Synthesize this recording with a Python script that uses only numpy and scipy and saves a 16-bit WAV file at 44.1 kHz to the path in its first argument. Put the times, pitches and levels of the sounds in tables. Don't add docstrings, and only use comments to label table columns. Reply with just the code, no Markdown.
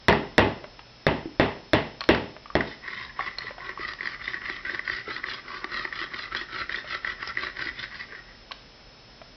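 import sys
import numpy as np
from scipy import signal
from scipy.fft import rfft, irfft
from scipy.io import wavfile

SR = 44100
rng = np.random.default_rng(int(sys.argv[2]) if len(sys.argv) > 2 else 0)


def store_pcm(level_fs):
    pcm = np.round(np.clip(level_fs, -1, 1) * 32767).astype(np.int16)
    wavfile.write(sys.argv[1], SR, np.atleast_2d(pcm).T)


N = 412764

# f/Hz, level/dB, t60/s
PLASTIC_MODES = [(382, -4.5, 0.059), (604, -5, 0.015), (1164.5, -1.5, 0.053), (1337, -4.5, 0.062),
                 (1518, 6.5, 0.02)]


def amp(db):
    return 10 ** (np.asarray(db) / 20)


def unit_rms(x):
    return x / np.sqrt(np.mean(x ** 2) + 1e-20)


def seconds(size):
    return np.arange(size) / SR


def curve_at(points, hz):
    f, value = np.transpose(points)
    return np.interp(np.log(hz + 1), np.log(f + 1), value)


def add(mix, s, sound):
    part = mix[round(s * SR):][:len(sound)]
    part += sound[:len(part)]


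def band(x, lo_hz, hi_hz):
    return signal.sosfilt(signal.butter(3, [lo_hz, hi_hz], "band", fs=SR, output="sos"), x)


def coloured(x, spectrum):
    gain = amp(curve_at(spectrum, np.fft.rfftfreq(len(x), 1 / SR)))
    return irfft(rfft(x) * gain, len(x))


def struck(modes, size):
    t = seconds(size)
    return sum(amp(db - 60 * t / t60) * np.sin(2 * np.pi * hz * t) for hz, db, t60 in modes)


def resonate(x, modes):
    lowest_hz = min(mode[0] for mode in modes)
    response = band(struck(modes, size=3000), .75 * lowest_hz, 8000)
    return signal.fftconvolve(x, response / np.linalg.norm(response))[:len(x)]


def background(floor_db=-51):
    # f/Hz, relative density/dB
    floor_spectrum = [(15, -18), (45, 3), (85, -14.5), (120, -2), (150, -12), (230, -7.5), (330, -13),
                      (550, -11), (1000, -16), (5200, -18.5), (6000, -27)]
    # f/Hz, rms level/dB
    whine_tones = [(5233, -59.5), (5791, -65.5)]
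    whine = sum(amp(db) * np.sqrt(2) * np.sin(2 * np.pi * hz * seconds(N)) for hz, db in whine_tones)
    noise = coloured(rng.standard_normal(N), floor_spectrum)
    noise = signal.oaconvolve(noise, signal.firwin(101, 6250, fs=SR), "same")
    return amp(floor_db) * unit_rms(noise) + whine


def slap(peak_db, tilt_db, spread_db=2):
    # f/Hz, level/dB, t60/s
    slap_modes = [(338, -3, 0.037), (635, 6, 0.027), (930, -11.5, 0.0042), (1240, -2, .008),
                  (1800, 10.5, 0.0073), (2063, -3, 0.025), (2730, -17, 0.0074), (3550, 4.5, 0.0061),
                  (4220, -4, 0.0083), (5280, 0, 0.0033)]
    modes = []
    for hz, db, t60 in slap_modes:
        detuned_hz = hz * rng.uniform(0.92, 1.056)
        tilted_db = db + tilt_db * np.log2(hz) + spread_db * rng.uniform(-1.1, 1)
        modes.append((detuned_hz, tilted_db, t60))
    sound = struck(modes, size=2000)
    return amp(peak_db) * sound / sound.max()


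def room_decay(x):
    # f/Hz, t60/s
    reverb_times = [(80, 0.43), (300, 0.47), (900, 0.43), (2200, 0.42), (5000, 0.49)]
    hz, t, spectra = signal.stft(x, SR, nperseg=256)
    decay = amp(-60 * t / curve_at(reverb_times, hz)[:, None])
    return signal.istft(spectra * decay, SR, nperseg=256)[1][:len(x)]


def bangs(modes_db=-2, scatter_db=2, swell_s=0.00067, near_db=-6, near_s=0.048,
          spreading_s=.0012, echo_s=0.013, echo_db=-14):
    # t/s, slap peak/dB, slap tilt/(dB per octave), boom/dB, clatter/dB, rattle/dB
    blows = [(0.084, 5, 3.5, -20.5, -20.5, -27.5), (0.3812, 7, 3, -20, -21.5, -27),
             (1.0675, 1, -1.5, -24.5, -27.5, -33), (1.3981, 0, -4, -24, -25.5, -30.5),
             (1.7338, 2.5, 1.5, -23, -25.5, -29.5), (2.09, 2.5, 2.5, -19.5, -24.5, -27),
             (2.5538, -1, -1, -26.5, -30.5, -38)]
    # f/Hz, level/dB
    long_modes = [(67, -0.5), (104, -1), (152, 2), (222, 1), (266, -5), (295, -2), (358, -2.5), (404, 4),
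                  (437, -14.5), (493, -3.5), (549, -12.5), (615, -7), (658, -2), (852, -7), (912, -12.5),
                  (1876, -17), (2050, -14), (2595, -25.5), (2715, -24.5)]
    # f/Hz, relative density/dB
    ring_spectrum = [(45, -18), (100, 4.5), (300, 8.5), (600, 3), (740, -0.5), (860, 3.5), (1200, -5),
                     (1500, -7.5), (1950, -4.5), (2300, -17), (2700, -16.5), (3600, -23), (4400, -30.5),
                     (5600, -38.5)]
    out, t = np.zeros(N), seconds(size=30000)
    early = t < .08
    hz, db = np.transpose(long_modes)
    for s, slap_db, tilt_db, boom_db, clatter_db, rattle_db in blows:
        gains = amp(db + scatter_db * rng.standard_normal(len(hz)))
        phases = rng.random((len(hz), 1))
        loaded_hz = hz * rng.uniform(.992, 1.008, len(hz))
        modes = unit_rms(gains @ np.sin(2 * np.pi * (loaded_hz[:, None] * t + phases)))
        dense = unit_rms(coloured(rng.standard_normal(len(t)), ring_spectrum))
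        envelope = (1 - np.exp(-t / swell_s)) * (1 + amp(near_db) * np.exp(-t / near_s))
        ring = room_decay(dense + amp(modes_db) * modes) * envelope
        for level_db, lo_hz, hi_hz in (boom_db, 45, 700), (clatter_db, 700, 2300), (rattle_db, 2300, 6500):
            part = band(ring, lo_hz, hi_hz)
            add(out, s + spreading_s, amp(level_db) * part / part[early].std())
        add(out, s, slap(slap_db, tilt_db))
        add(out, s + echo_s, slap(slap_db + echo_db, tilt_db))
    return out


def click(peak_db, knock_db, edge_db=-6, scatter_db=2, snap_s=.002, chirp_s=0.0012, chirp_hz=1880):
    t = seconds(size=2000)
    burst = rng.standard_normal(len(t)) * np.exp(-t / snap_s) * (1 - np.exp(-t / chirp_s))
    chirp = t * np.exp(-t / chirp_s) * np.sin(2 * np.pi * chirp_hz * rng.uniform(0.99, 1.042) * t)
    knock = amp(knock_db) * unit_rms(resonate(burst, PLASTIC_MODES))
    edge_gain = amp(knock_db + edge_db + scatter_db * rng.standard_normal())
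    edge = edge_gain * unit_rms(band(burst, 2000, 4900))
    sound = unit_rms(chirp) + knock + edge
    return amp(peak_db) * sound / abs(sound).max()


def bounces_and_snags(release_s=0.00098):
    # t/s, peak/dB, knock relative to chirp/dB
    clicks = [(0.125, -11, -8), (2.146, -14, 10), (2.606, -13.5, -6), (2.882, -23, -10), (2.932, -23, -9.5),
              (3.207, -17.5, -9), (3.262, -22.5, -7), (3.691, -20, -8), (4.007, -17.5, -17),
              (4.055, -20, -24), (4.072, -16.5, -27), (4.278, -19, -14), (4.341, -19, -9.5),
              (4.497, -16.5, -3.5), (4.649, -24.5, -10.5), (4.695, -19, -8.5), (4.745, -16.5, -7.5),
              (4.792, -16, -12.5), (4.876, -14, -9.5), (4.897, -14, -10), (5.239, -16.5, -10),
              (5.284, -22, -4), (5.642, -14.5, -0.5), (5.716, -26.5, 0), (5.85, -16, -6.5),
              (5.925, -21.5, -13), (6.013, -21.5, 4), (6.039, -21.5, -1), (6.135, -22, -5.5),
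              (6.347, -15.5, -1), (6.693, -17.5, -6), (6.743, -17, -12), (6.947, -17, -3),
              (7.046, -15, -10.5), (7.072, -19.5, -4), (7.226, -19.5, 0), (7.371, -14, -15.5),
              (7.467, -20.5, -9.5), (7.62, -20, 5), (7.67, -20, -16)]
    out = np.zeros(N)
    for s, peak_db, knock_db in clicks:
        add(out, s + release_s, click(peak_db, knock_db))
    for s, peak_db in stroke_events(share=.85, base_db=-24):
        add(out, s, click(peak_db, knock_db=-9))
    return out


def tick(peak_db, hz, t60, noise_db, rise_s=0.00027):
    t = seconds(size=3000)
    puff = unit_rms(band(rng.standard_normal(len(t)), 490, max(2600, 1.2 * hz)))
    envelope = amp(-60 * t / t60) * (1 - np.exp(-t / rise_s))
    sound = (np.sin(2 * np.pi * hz * t) + amp(noise_db) * puff) * envelope
    return amp(peak_db) * sound / abs(sound).max()


def ticks(t60_at_1khz=0.032, bump_hz=(342, 486)):
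    # t/s, peak/dB, f/Hz, noise/dB
    touches = [(.641, -27, 590, -6.5), (0.792, -29, 835, 5), (1.257, -22, 321, -28),
               (2.007, -16.5, 4220, -1.5), (2.015, -19, 1128, -6.5), (2.039, -21, 3950, 1.5),
               (2.365, -29.5, 624, -3.5), (2.458, -29.5, 1180, -8), (2.502, -27, 1170, -17),
               (3.192, -16, 1120, -14), (3.199, -23, 770, -7.5), (3.385, -17.5, 4200, -9),
               (3.508, -27.5, 562, -8), (3.581, -29.5, 717, -2.5), (3.775, -24.5, 1120, -15),
               (3.795, -30.5, 373, -17), (3.935, -27, 4780, 1.5), (5.079, -27.5, 426, -11),
               (6.844, -32, 605, -8), (7.274, -20.5, 5150, 2), (8.51, -28.5, 1080, -8),
               (8.518, -19, 4120, 6), (9.216, -30, 657, -10)]
    out = np.zeros(N)
    for s, peak_db, hz, noise_db in touches:
        t60 = t60_at_1khz / (hz / 1000) ** 0.34
        add(out, s, tick(peak_db, hz, t60, noise_db))
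    for s, peak_db in stroke_events(share=.35, base_db=-33):
        add(out, s, tick(peak_db, rng.uniform(*bump_hz), t60=.055, noise_db=-17))
    return out


def strokes(overlap_s=.006):
    turns = [2.569, 2.795, 3.135, 3.36, 3.555, 3.748, 3.971, 4.177, 4.392, 4.618, 4.817, 5.04, 5.215, 5.418,
             5.655, 5.897, 6.088, 6.292, 6.469, 6.673, 6.83, 7.01, 7.162, 7.334, 7.527, 7.732, 7.89, 8.075,
             8.23, 8.36]
    # t/s, pressure/dB, top speed/dB, answer of the plastic/dB, its note/Hz
    gesture = [(2.67, -9.5, 1.5, -10, 1030), (3.0, -1.5, -2, -3, 1080), (3.62, -5, -4, 2.5, 1065),
               (3.86, -2, -1, 1.5, 1197), (4.5, 1.5, -2.5, -3, 1153), (4.72, -1.5, -2, 3, 1530),
               (4.92, 0.5, 0, -1, 1520), (5.14, -2.5, 1, 6, 1276), (5.32, -2.5, 2, 4, 1200),
               (5.54, -7.5, .5, 9, 1157), (5.8, 0, 0, 1, 1223), (6.201, -2, 2, 2, 1186),
               (6.58, -1, 0.5, 4.5, 1340), (6.75, 0, 0.5, 3.5, 1580), (6.92, 0.5, -0.5, 2, 1310),
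               (7.22, -1, -2.5, -2, 1310), (7.42, .5, -1, 3, 1556), (7.8, 0, -0.5, 0.5, 1586),
               (7.98, -2.5, -2, -4, 1204), (8.15, -6.5, -11, 2.5, 1530), (8.31, -18, -12, 1, 1580)]
    start, end = np.array(turns[:-1]) - overlap_s, np.array(turns[1:]) + overlap_s
    s, *controls = np.transpose(gesture)
    at_middle = [np.interp((start + end) / 2, s, control) for control in controls]
    return np.column_stack([start, end] + at_middle)


def stroke_events(share, base_db, scatter_db=2):
    start, end, press_db = strokes().T[:3]
    chance, where = rng.random((len(start), 2)).T
    s = (start + end) / 2 + (end - start) * (where - .5) / 2
    peak_db = base_db + press_db + scatter_db * rng.standard_normal(len(s))
    return np.column_stack([s, peak_db])[chance < share]


def chatter(t, depth_db, per_s):
    marks = np.arange(0, t[-1] + 1 / per_s, 1 / per_s)
    return unit_rms(amp(depth_db * np.interp(t, marks, rng.standard_normal(len(marks)))))


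def grit(size, per_s, spread_db):
    slipping = rng.random(size) < per_s / SR
    height = amp(spread_db * np.minimum(rng.exponential(1, size), 4))
    return unit_rms(slipping * rng.choice([-1, 1], size) * height)


def varispeed(x, ratio):
    return np.interp(np.cumsum(ratio) / SR, seconds(len(x)), x)


def scrubbing(fork_db=-36, plastic_db=-42.5, spot_db=-44.5, hollow_db=-53, hiss_db=-39.5, tine_db=-48,
              spot_t60=0.031, tine_t60=.011, tine_hz=(3150, 4980), ease_db=2, stall=0.16,
              grip_detune=0.0074, bend=0.02598, rim_s=0.001629, ring_echo=0.26):
    # f/Hz, level/dB, t60/s
    fork_modes = [(1510, -8.5, 0.0028), (1820, -4, 0.026), (1930, -1.5, 0.035), (2090, -20.5, 0.15)]
    # f/Hz, level/dB, t60/s
    hollow_modes = [(66, 1, 0.074), (121, -4.5, 0.16), (172, -4, 0.031), (195, 0, 0.051)]
    # f/Hz, relative density/dB
    grating_spectrum = [(1500, 5.5), (2400, 5), (2800, 5), (3200, 8.5), (3800, 7.5), (4270, 9), (4600, -1),
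                        (4870, 10.5), (5300, 0), (5900, -0.5)]
    out = np.zeros(N)
    for k, (start, end, press_db, speed_db, answer_db, spot_hz) in enumerate(strokes()):
        t = seconds(round((end - start) * SR) + SR // 20)
        along = np.minimum(t / (end - start), 1)
        swing = np.pi * along ** 1.12
        speed = ((np.sin(swing) - stall) / (1 - stall)).clip(0)
        place = -(-1) ** k * np.cos(swing)
        bite = chatter(t, depth_db=3, per_s=150)
        slips = grit(len(t), per_s=1000, spread_db=3.5) * bite
        fine_slips = grit(len(t), per_s=5000, spread_db=5.5) * bite
        judder = chatter(t, depth_db=3, per_s=45)
        easing = amp(ease_db * (.5 - along))
        drive = speed ** 0.53 * easing * judder
        push = unit_rms(fine_slips + slips) * drive
        tuning = 1 + grip_detune * rng.standard_normal()
        gripped_modes = [(hz * tuning, db, t60) for hz, db, t60 in fork_modes]
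        fork = amp(fork_db) * resonate(slips * drive, gripped_modes)
        plastic = amp(plastic_db) * resonate(push, PLASTIC_MODES)
        plastic += amp(spot_db) * resonate(push, [(spot_hz, 0, spot_t60)])
        hollow = amp(hollow_db) * resonate(push, hollow_modes)
        echo_t = t - rim_s * (rng.uniform(0.698, 1.277) + .1 * place)
        hiss = band(coloured(fine_slips + .5 * slips, grating_spectrum), 1200, 7900)
        hiss = unit_rms(hiss + np.interp(echo_t, t, hiss))
        tines = resonate(fine_slips, [(rng.uniform(*tine_hz), 0, tine_t60)])
        grating = (amp(hiss_db) * hiss + amp(tine_db) * tines) * (amp(speed_db) * speed) ** 1.7
        ring = fork + hollow + amp(answer_db) * plastic
        ring = (ring + ring_echo * np.interp(echo_t, t, ring)) / np.hypot(1, ring_echo)
        ring = varispeed(ring, 1 + bend * place)
        add(out, start, amp(press_db) * (ring + grating))
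    return out


def room(x, wet_db=-10, predelay_s=0.006):
    t = seconds(size=24000)
    tail = room_decay(rng.standard_normal(len(t))) * (t > predelay_s)
    return x + amp(wet_db) * signal.oaconvolve(x, tail / np.linalg.norm(tail))[:N]


def scene():
    return (bangs() + room(scrubbing() + bounces_and_snags() + ticks()) + background())[None]


def record(dry, headroom=0.96, ceiling=0.76, band_hz=5750, top_hz=16600):
    rounded = headroom * np.tanh(dry / headroom)
    input_lowpass = signal.firwin(161, band_hz, window=("kaiser", 8), fs=SR)
    narrow = signal.oaconvolve(rounded, input_lowpass[None], "same")
    clipped = np.clip(narrow, -ceiling, ceiling)
    output_lowpass = signal.firwin(511, top_hz, window=("kaiser", 9), fs=SR)
    return signal.oaconvolve(clipped, output_lowpass[None], "same")


dry = scene()
out = record(dry)
store_pcm(out)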